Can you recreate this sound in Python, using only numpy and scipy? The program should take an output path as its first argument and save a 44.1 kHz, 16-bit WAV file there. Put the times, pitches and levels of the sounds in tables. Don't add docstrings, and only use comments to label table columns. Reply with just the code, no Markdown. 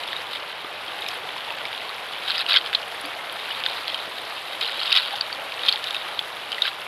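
import sys
import numpy as np
from scipy import signal
from scipy.fft import rfft, irfft, next_fast_len
from scipy.io import wavfile
from scipy.ndimage import uniform_filter1d, minimum_filter1d

SR = 44100
rng = np.random.default_rng(int(sys.argv[2]) if len(sys.argv) > 2 else 0)


def file_out(sig):
    cols = np.atleast_2d(sig).T
    lim = np.clip(cols, -1, 1)
    pcm = np.round(lim * 32767).astype(np.int16)
    wavfile.write(sys.argv[1], SR, pcm)


def field_ratio(decibels):
    return 10 ** (np.asarray(decibels, dtype=float) / 20)


N = 302967


def rms_one(x):
    return x / np.sqrt(np.mean(x ** 2) + 1e-20)


def in_time(rows):
    s, *columns = np.transpose(rows)
    return [np.interp(np.arange(N) / SR, s, column) for column in columns]


def colour(x, spectrum):
    size = next_fast_len(len(x) + 4096)
    hz, level_db = np.transpose(spectrum)
    bins_hz = np.fft.rfftfreq(size, 1 / SR)
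    log_gain = np.log(field_ratio(np.interp(np.log(bins_hz + 1), np.log(hz), level_db)))
    cepstrum = irfft(log_gain, size)
    cepstrum[1:size // 2] *= 2
    cepstrum[size // 2 + 1:] = 0
    return irfft(rfft(x, size) * np.exp(rfft(cepstrum)), size)[:len(x)]


def split_at(x, hz):
    below = signal.sosfiltfilt(signal.butter(4, hz, fs=SR, output="sos"), x)
    return below, x - below


def band(x, order, low_hz, high_hz):
    return signal.sosfilt(signal.butter(order, [low_hz, high_hz], "band", fs=SR, output="sos"), x)


def drift(rate_hz):
    r = np.exp(-2 * np.pi * rate_hz / SR)
    wander = signal.lfilter([1], [1, -2 * r, r * r], rng.standard_normal(N + SR))
    return rms_one(wander[SR:])


def grains(per_s, spread_db):
    sizes = field_ratio(spread_db * np.minimum(rng.exponential(1, N), 4)) * rng.choice([-1, 1], N)
    return sizes * (rng.random(N) < per_s / SR)


def rings(clicks, low_hz, high_hz, cycles, count):
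    out, dealt = 0, rng.integers(0, count, N)
    for k, hz in enumerate(np.geomspace(low_hz, high_hz, count)):
        r = field_ratio(-60 * hz / (cycles * SR))
        w = 2 * np.pi * hz / SR
        mine = clicks * (dealt == k) + 1e-18
        ringing = signal.lfilter([0, np.sin(w)], [1, -2 * r * np.cos(w), r * r], mine)
        out = out + ringing * np.sqrt(1 - r)
    return rms_one(out)


def add(out, s, sound):
    i = round(s * SR)
    out[i:i + len(sound)] += sound[:N - i]


def ping(t, hz, t60, soft=0.00012):
    return np.sin(2 * np.pi * hz * t) * field_ratio(-60 * t / t60) * (1 - np.exp(-t / soft))


# time in seconds, wash level in dB.
RIFFLE_NEARNESS = [(0.0, -37), (0.69, -39), (1.05, -37), (2.1, -38), (2.45, -38), (2.64, -34.5),
                   (3.25, -38.5), (3.71, -36.5), (4.23, -38), (4.82, -38), (5.26, -37), (5.75, -37),
                   (6.26, -38), (6.87, -39)]
# frequency in Hz, level in dB per Hz.
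RIVER_COLOUR = [(18, -55), (30, -39), (43, -27), (98, -12.5), (272, -14), (551, -1), (775, 1), (1890, -3),
                (3200, -3.5), (3640, -5.5), (4380, -13.5), (6160, -25), (8000, -29.5), (11300, -21.5),
                (15800, -45.5)]


def river():
    wash_db, = in_time(RIFFLE_NEARNESS)
    spray_db = 1.2 * wash_db + 0.47 * np.arange(N) / SR
    far = rng.standard_normal(N) * field_ratio(0.5 * drift(18))
    riffle = rings(grains(1500, spread_db=3.5), 256.7, 5030, cycles=18.8, count=24)
    riffle = rms_one(np.diff(riffle, prepend=0) + 0.12 * riffle)
    water = field_ratio(-33) * rms_one(colour(far + 0.5 * riffle, RIVER_COLOUR))
    wash, spray = split_at(water, 6000)
    wash_swing_db = wash_db - np.median(wash_db)
    spray_swing_db = spray_db - np.median(spray_db) + 1.8 * drift(25)
    return wash * field_ratio(wash_swing_db) + spray * field_ratio(spray_swing_db)


def gurgle():
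    return field_ratio(-58.5) * rings(grains(70, spread_db=2.0), 314, 550, cycles=39.0, count=10)


SETTLE_DB = -38.5
# start in seconds, end in seconds, crunch level at start in dB, at end in dB.
FOOT_LOADS = [(0, .2, -35.5, -33), (.31, .36, -32, -27), (.85, 1.151, -44, -31), (1.305, 1.902, -44, -36),
              (2.05, 2.265, -44, -31), (2.282, 2.417, -24.5, -24), (2.496, 2.555, -18, -17.5),
              (2.576, 2.574, -14, -13), (2.654, 2.672, -26, -25), (2.726, 2.752, -30, -23.5),
              (3.3, 3.604, -38.5, -29.5), (3.64, 3.852, -27.5, -32.5), (3.89, 4.054, -30.5, -31.5),
              (4.15, 4.55, -33.5, -36), (4.611, 4.78, -26.5, -29), (4.795, 4.905, -26, -25.5),
              (4.914, 4.974, -24, -11.5), (4.98, 5.088, -21, -28), (5.093, 5.332, -27.5, -37),
              (5.604, 5.678, -34, -23.5), (5.69, 5.798, -21, -33), (5.83, 5.967, -33.5, -31.5),
              (5.992, 6.2, -32.5, -38), (6.512, 6.6, -35.5, -36), (6.618, 6.684, -27, -22)]


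def load():
    rise_db_per_s, fall_db_per_s = 700, 750
    t = np.arange(0, N / SR + 1, 0.001)
    power = field_ratio(2 * SETTLE_DB)
    for start, end, first_db, last_db in FOOT_LOADS:
        level_db = np.interp(t, [start, end], [first_db, last_db])
        edge_db = rise_db_per_s * np.maximum(start - t, 0) + fall_db_per_s * np.maximum(t - end, 0)
        power = power + field_ratio(2 * np.maximum(level_db - edge_db, -99))
    return np.interp(np.arange(N) / SR, t, 10 * np.log10(power))


# frequency in Hz, level in dB per Hz.
GRAVEL_COLOUR = [(410, -42.5), (700, -14), (945, -13.5), (1340, -9.5), (1660, -14.5), (2900, -6.5),
                 (3310, -4), (3870, -3.5), (4890, -15), (5800, -35.5), (11400, -22), (15800, -43)]


def crunch(crunch_db):
    per_s = 2500 * field_ratio(4.0 * drift(60))
    cracks = rms_one(grains(per_s, spread_db=3.0))
    pebbles = rings(grains(per_s, spread_db=2.5), 1160, 12100, cycles=21.0, count=18)
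    body, grit = split_at(rms_one(colour(cracks + 0.48 * pebbles, GRAVEL_COLOUR)), 6500)
    return field_ratio(crunch_db - 6.0) * body + field_ratio(0.63 * crunch_db - 19.0) * grit


SLIP_GAP_S = 0.006


def knocks(table, broad_share):
    out, t = np.zeros(N), np.arange(int(0.02 * SR)) / SR
    lead, skid = 0.0008, t[t < 0.006]
    slots = (np.transpose(table)[0] / SLIP_GAP_S * 2).astype(int)
    rattles = rng.standard_normal((int(N / SR / SLIP_GAP_S * 2), len(skid)))[slots]
    lower_hz = 1250 + 600 * rng.random(N)[slots]
    rattles = rattles * field_ratio(np.where(skid < lead, -30000 * (lead - skid), -9000 * (skid - lead)))
    broad = colour(np.r_[1, 0 * t], GRAVEL_COLOUR)[:len(t)]
    broad = signal.sosfilt(signal.butter(3, 2200, "high", fs=SR, output="sos"), broad)
    broad = broad_share * broad / np.linalg.norm(broad)
    for (s, peak_db, hz, low_db), rattle, low_hz in zip(table, rattles, lower_hz):
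        ring = ping(t, hz, 0.013)
        hit = np.convolve(rattle, ring / np.linalg.norm(ring) + broad)[:len(t)]
        low = np.convolve(rattle, ping(t, low_hz, 0.016))[:len(t)]
        knock = hit / np.abs(hit).max() + field_ratio(low_db - 3.5) * low / np.abs(low).max()
        add(out, max(s - lead - 0.0006, 0), field_ratio(peak_db) * knock)
    return band(out, 6, 1000, 5400)


def slips(crunch_db):
    from_db, range_db = -35, 12.5
    s = np.arange(0, N / SR - 0.05, SLIP_GAP_S)
    late, luck, larger = rng.random((len(s), 3)).T
    size, pitch, low = rng.standard_normal((len(s), 3)).T
    s = s + SLIP_GAP_S * late
    load_db = crunch_db[(s * SR).astype(int)]
    peak_db = np.minimum(load_db + 6 + 4.5 * np.minimum(size, 1), -9)
    hz = 3750 * 2 ** (0.13 * pitch - 0.48 * (larger < 0.2))
    rows = np.c_[s, peak_db, hz, -13 + 5 * low]
    return knocks(rows[luck < (load_db - from_db) / range_db], broad_share=1.0)


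def ticks(table, upper_hz):
    out, t = np.zeros(N), np.arange(int(0.014 * SR)) / SR
    puffs = rng.standard_normal((len(table), len(t))) * field_ratio(-60 * t / 0.009)
    upper = 0.6 * ping(t, upper_hz, 0.0021, soft=0.00005)
    for (s, peak_db, hz), puff in zip(table, puffs):
        snap = np.convolve(puff, ping(t, hz, 0.0045, soft=0.00005) + upper)
        add(out, s, field_ratio(peak_db - 1.5) * snap / np.abs(snap).max())
    return band(out, 2, 4000, 15500)


def sand(crunch_db):
    swing_db = crunch_db - SETTLE_DB
    per_s = 45 * field_ratio(0.5 * swing_db)
    s = np.flatnonzero(rng.random(N) < per_s / SR)
    size, pitch = rng.random((2, N))[:, s]
    peak_db = -47.5 + 0.16 * swing_db[s] - 3.5 * np.log(size + 0.04)
    return ticks(np.c_[s / SR, peak_db, 7800 * 2 ** (0.7 * pitch)], upper_hz=11500)


def chips(table):
    s, peak_db = np.transpose(table)[:2]
    hz = 6500 * 2 ** (0.95 * rng.random(len(s)))
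    return ticks(np.c_[s, -36.5 + 0.34 * peak_db, hz], upper_hz=11000)


# start in seconds, peak in dB,
# ring in Hz.
LONE_PEBBLES = [(0.0772, -20, 3600), (0.1308, -12, 1750), (0.165, -16.5, 3800), (0.3518, -20, 2410),
                (1.0214, -19, 3760), (1.064, -15.5, 2440), (1.0871, -14, 5150), (1.505, -16, 2700),
                (1.6534, -16, 2300), (1.7292, -17, 2300), (1.778, -20, 3460), (1.8932, -18, 2590),
                (2.4635, -13, 2840), (2.587, -15, 3720), (2.612, -15, 3120), (2.662, -14, 3600),
                (3.2973, -18, 3650), (3.509, -18, 2940), (3.6382, -13, 3570), (3.8802, -10, 3460),
                (3.9448, -13, 3180), (4.184, -16.5, 3700), (4.627, -13.5, 3790), (4.833, -11, 3740),
                (5.2101, -7, 4520), (5.328, -15.5, 4560), (5.521, -17, 2400), (5.6668, -15, 3600),
                (5.759, -10.5, 3870), (5.8413, -13.5, 2980),
                (5.8713, -14.5, 3880),
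    (5.8828, -17, 3630),
    (5.9087, -12, 3800),
    (5.946, -12.5, 2590),
    (5.966, -15.5, 3780),
    (6.192, -8, 3480),
    (6.519, -13.5, 3330),
    (6.5275, -16, 3100),
    (6.546, -21, 2980),
    (6.5824, -17, 2010),
                (0.0358, -18.5, 3040), (.3337, -27, 3500), (0.8804, -22, 3210), (1.382, -21.5, 3400),
                 (1.5852, -25, 3340), (2.279, -18, 3810), (2.4894, -14.5, 2940), (3.8993, -19, 3280),
                 (4.532, -20.5, 3770), (4.6114, -15, 4140), (4.6567, -16, 3700), (4.8578, -14, 3700),
                 (4.8777, -12, 3700), (5.5933, -21.5, 3060), (5.6342, -14, 3730)]


def lone_pebbles():
    rows = [(*row, -18.5) for row in LONE_PEBBLES]
    return knocks(rows, broad_share=0.87) + chips(rows)


# start in seconds, peak in dB, pitch in Hz.
DROPLETS = [(0.0737, -35, 10500), (1.0075, -33, 11000), (1.0829, -29, 11800), (1.1418, -33, 10800),
            (2.409, -30, 9240), (2.49, -34, 9450), (2.881, -33, 10200), (2.9467, -31, 9300),
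            (3.0123, -26, 10500), (3.0577, -28, 10400), (3.3258, -29, 11000), (3.4905, -34, 11500),
            (3.5244, -31, 10600), (3.8791, -32.5, 11400), (4.0951, -34, 9500), (4.215, -36, 8900),
            (4.926, -25, 10000), (4.9646, -27, 11500), (5.1292, -30, 10800), (5.6655, -37, 11000),
            (5.6875, -27, 11800), (5.777, -35, 9500), (5.8426, -33, 9640), (5.9065, -34, 10800),
            (5.9449, -32, 10300), (6.0846, -36, 10600), (6.519, -27.5, 8950), (6.8059, -34, 10800)]


def droplets():
    return ticks(DROPLETS, upper_hz=11100)


# start in seconds, peak in dB, pitch in Hz.
CHIP_SNAPS = [(0.1296, -36, 4820), (1.0855, -16, 4960), (2.355, -25, 4810), (2.379, -27, 4900),
              (2.4892, -24, 4760), (2.5606, -31, 4760), (2.7467, -33, 4870), (4.6099, -22, 4900),
              (4.9237, -20, 4840), (4.9521, -22, 4900), (5.1622, -30, 5100), (5.21, -25, 4790),
              (5.6625, -21, 4800), (5.688, -16, 4800), (5.7254, -19, 4830), (5.8421, -18, 4760),
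              (5.906, -20.5, 5100), (5.9449, -28.5, 4730), (6.5184, -27.5, 4740), (6.6199, -19, 4860)]


def snaps():
    return field_ratio(-3.5) * ticks(CHIP_SNAPS, upper_hz=5514)


# start in seconds, peak in dB, pitch in Hz, t60 in seconds,
# rise in octaves.
BUBBLES = [(.645, -26, 302, 0.019, 0.68), (2.916, -30, 690, 0.051, 0.038), (3.038, -38, 286, 0.19, 0.11),
           (3.042, -31, 624, 0.048, 0.085), (3.158, -30.5, 598, 0.17, 0.92), (3.185, -30, 2060, .05, 0.06),
           (4.625, -33, 470, 0.13, 0), (5.135, -22.5, 787, 0.063, 0.13), (5.417, -30, 644, 0.046, 0.11),
           (5.74, -25, 803, 0.059, 0.23), (1.512, -29, 884, .06, 0.14), (6.65, -20, 1590, 0.042, 0.2),
           (3.045, -33, 4460, 0.073, 0.17), (4.188, -42, 14500, .012, 0)]


def glugs():
    out = np.zeros(N)
    for s, level_db, hz, t60, rise in BUBBLES:
        t = np.arange(int(t60 * SR)) / SR
        turns = np.cumsum(hz * 2 ** (rise * t / (0.33 * t60))) / SR
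        swell = field_ratio(-60 * (t / t60) ** 1.3) * (1 - np.exp(-t / 0.0013))
        add(out, s, field_ratio(level_db) * np.sin(2 * np.pi * turns) * swell)
    return out


# start in seconds, peak in dB, ring in Hz, lower ring in dB.
STONES = [(2.306, -8, 4200, -30), (2.356, -13.5, 3380, -26), (2.3804, -13.5, 4830, -3),
          (2.4137, -16, 4080, -3), (2.4942, -11, 2860, -14), (2.5107, -8, 3940, -12), (2.521, -8, 3830, -8),
          (2.541, -5, 2220, -18), (2.553, -6, 2100, -10), (2.5601, -4.5, 3230, -24),
          (2.5633, -1, 3510, -6.5), (2.5706, 1.5, 3340, -8), (2.7303, -12.5, 3230, 1),
          (2.736, -14, 3640, -3.5), (2.749, -2, 4100, -20), (2.7523, -2.5, 3590, -28),
          (3.6627, -9, 3540, -1.5), (4.92, -9, 2750, -18), (4.927, -2, 3880, -32), (4.955, -7, 3750, -28),
          (4.964, 0.5, 3870, -29), (4.9724, 0, 3640, -22), (4.9828, -8, 3870, -13),
          (5.685, -1.5, 3600, -30), (5.6882, -4.5, 3240, -31), (5.6935, -4, 4200, -31),
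          (5.7258, -4.5, 4400, -35), (6.6211, -4, 3750, -30), (6.6542, -20, 3120, 6),
          (6.679, -11, 3480, -6)]


def stone_knocks():
    return knocks(STONES, broad_share=0.54) + chips(STONES)


def scatter(x):
    t = np.arange(int(0.08 * SR)) / SR
    tail = rng.standard_normal(len(t)) * field_ratio(-60 * t / 0.034) * (t > 0.001)
    return x + field_ratio(-12.5) * signal.fftconvolve(x, tail / np.linalg.norm(tail))[:N]


def scene():
    water = river() + gurgle() + glugs()
    crunch_db = load()
    bed = crunch(crunch_db) + slips(crunch_db) + sand(crunch_db)
    stones = lone_pebbles() + stone_knocks()
    steps = bed + stones + droplets() + snaps()
    return (water + scatter(steps))[None]


def limit(x):
    room = np.minimum(1, 0.93 / (np.abs(x) + 1e-9))
    return x * uniform_filter1d(minimum_filter1d(room, size=121), size=61)


def roll_off(x):
    return signal.sosfilt(signal.butter(12, 15980, fs=SR, output="sos"), x)


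def record(dry):
    over_db = np.maximum(20 * np.log10(np.abs(dry) + 1e-9) + 9, 0)
    ramp_db = 30 * np.arange(N) / SR
    held_db = np.maximum.accumulate(over_db + ramp_db, axis=1) - ramp_db
    duck_db = signal.lfilter([0.004], [1, -0.996], held_db)
    ducked = dry * field_ratio(-0.3 * duck_db)
    ducked = signal.sosfilt(signal.butter(2, 31, "high", fs=SR, output="sos"), ducked)
    ducked = signal.sosfilt(signal.ellip(10, 0.5, 60, 15850, fs=SR, output="sos"), ducked)
    mix = limit(ducked)
    return roll_off(mix)


dry = scene()
out = record(dry)
file_out(out)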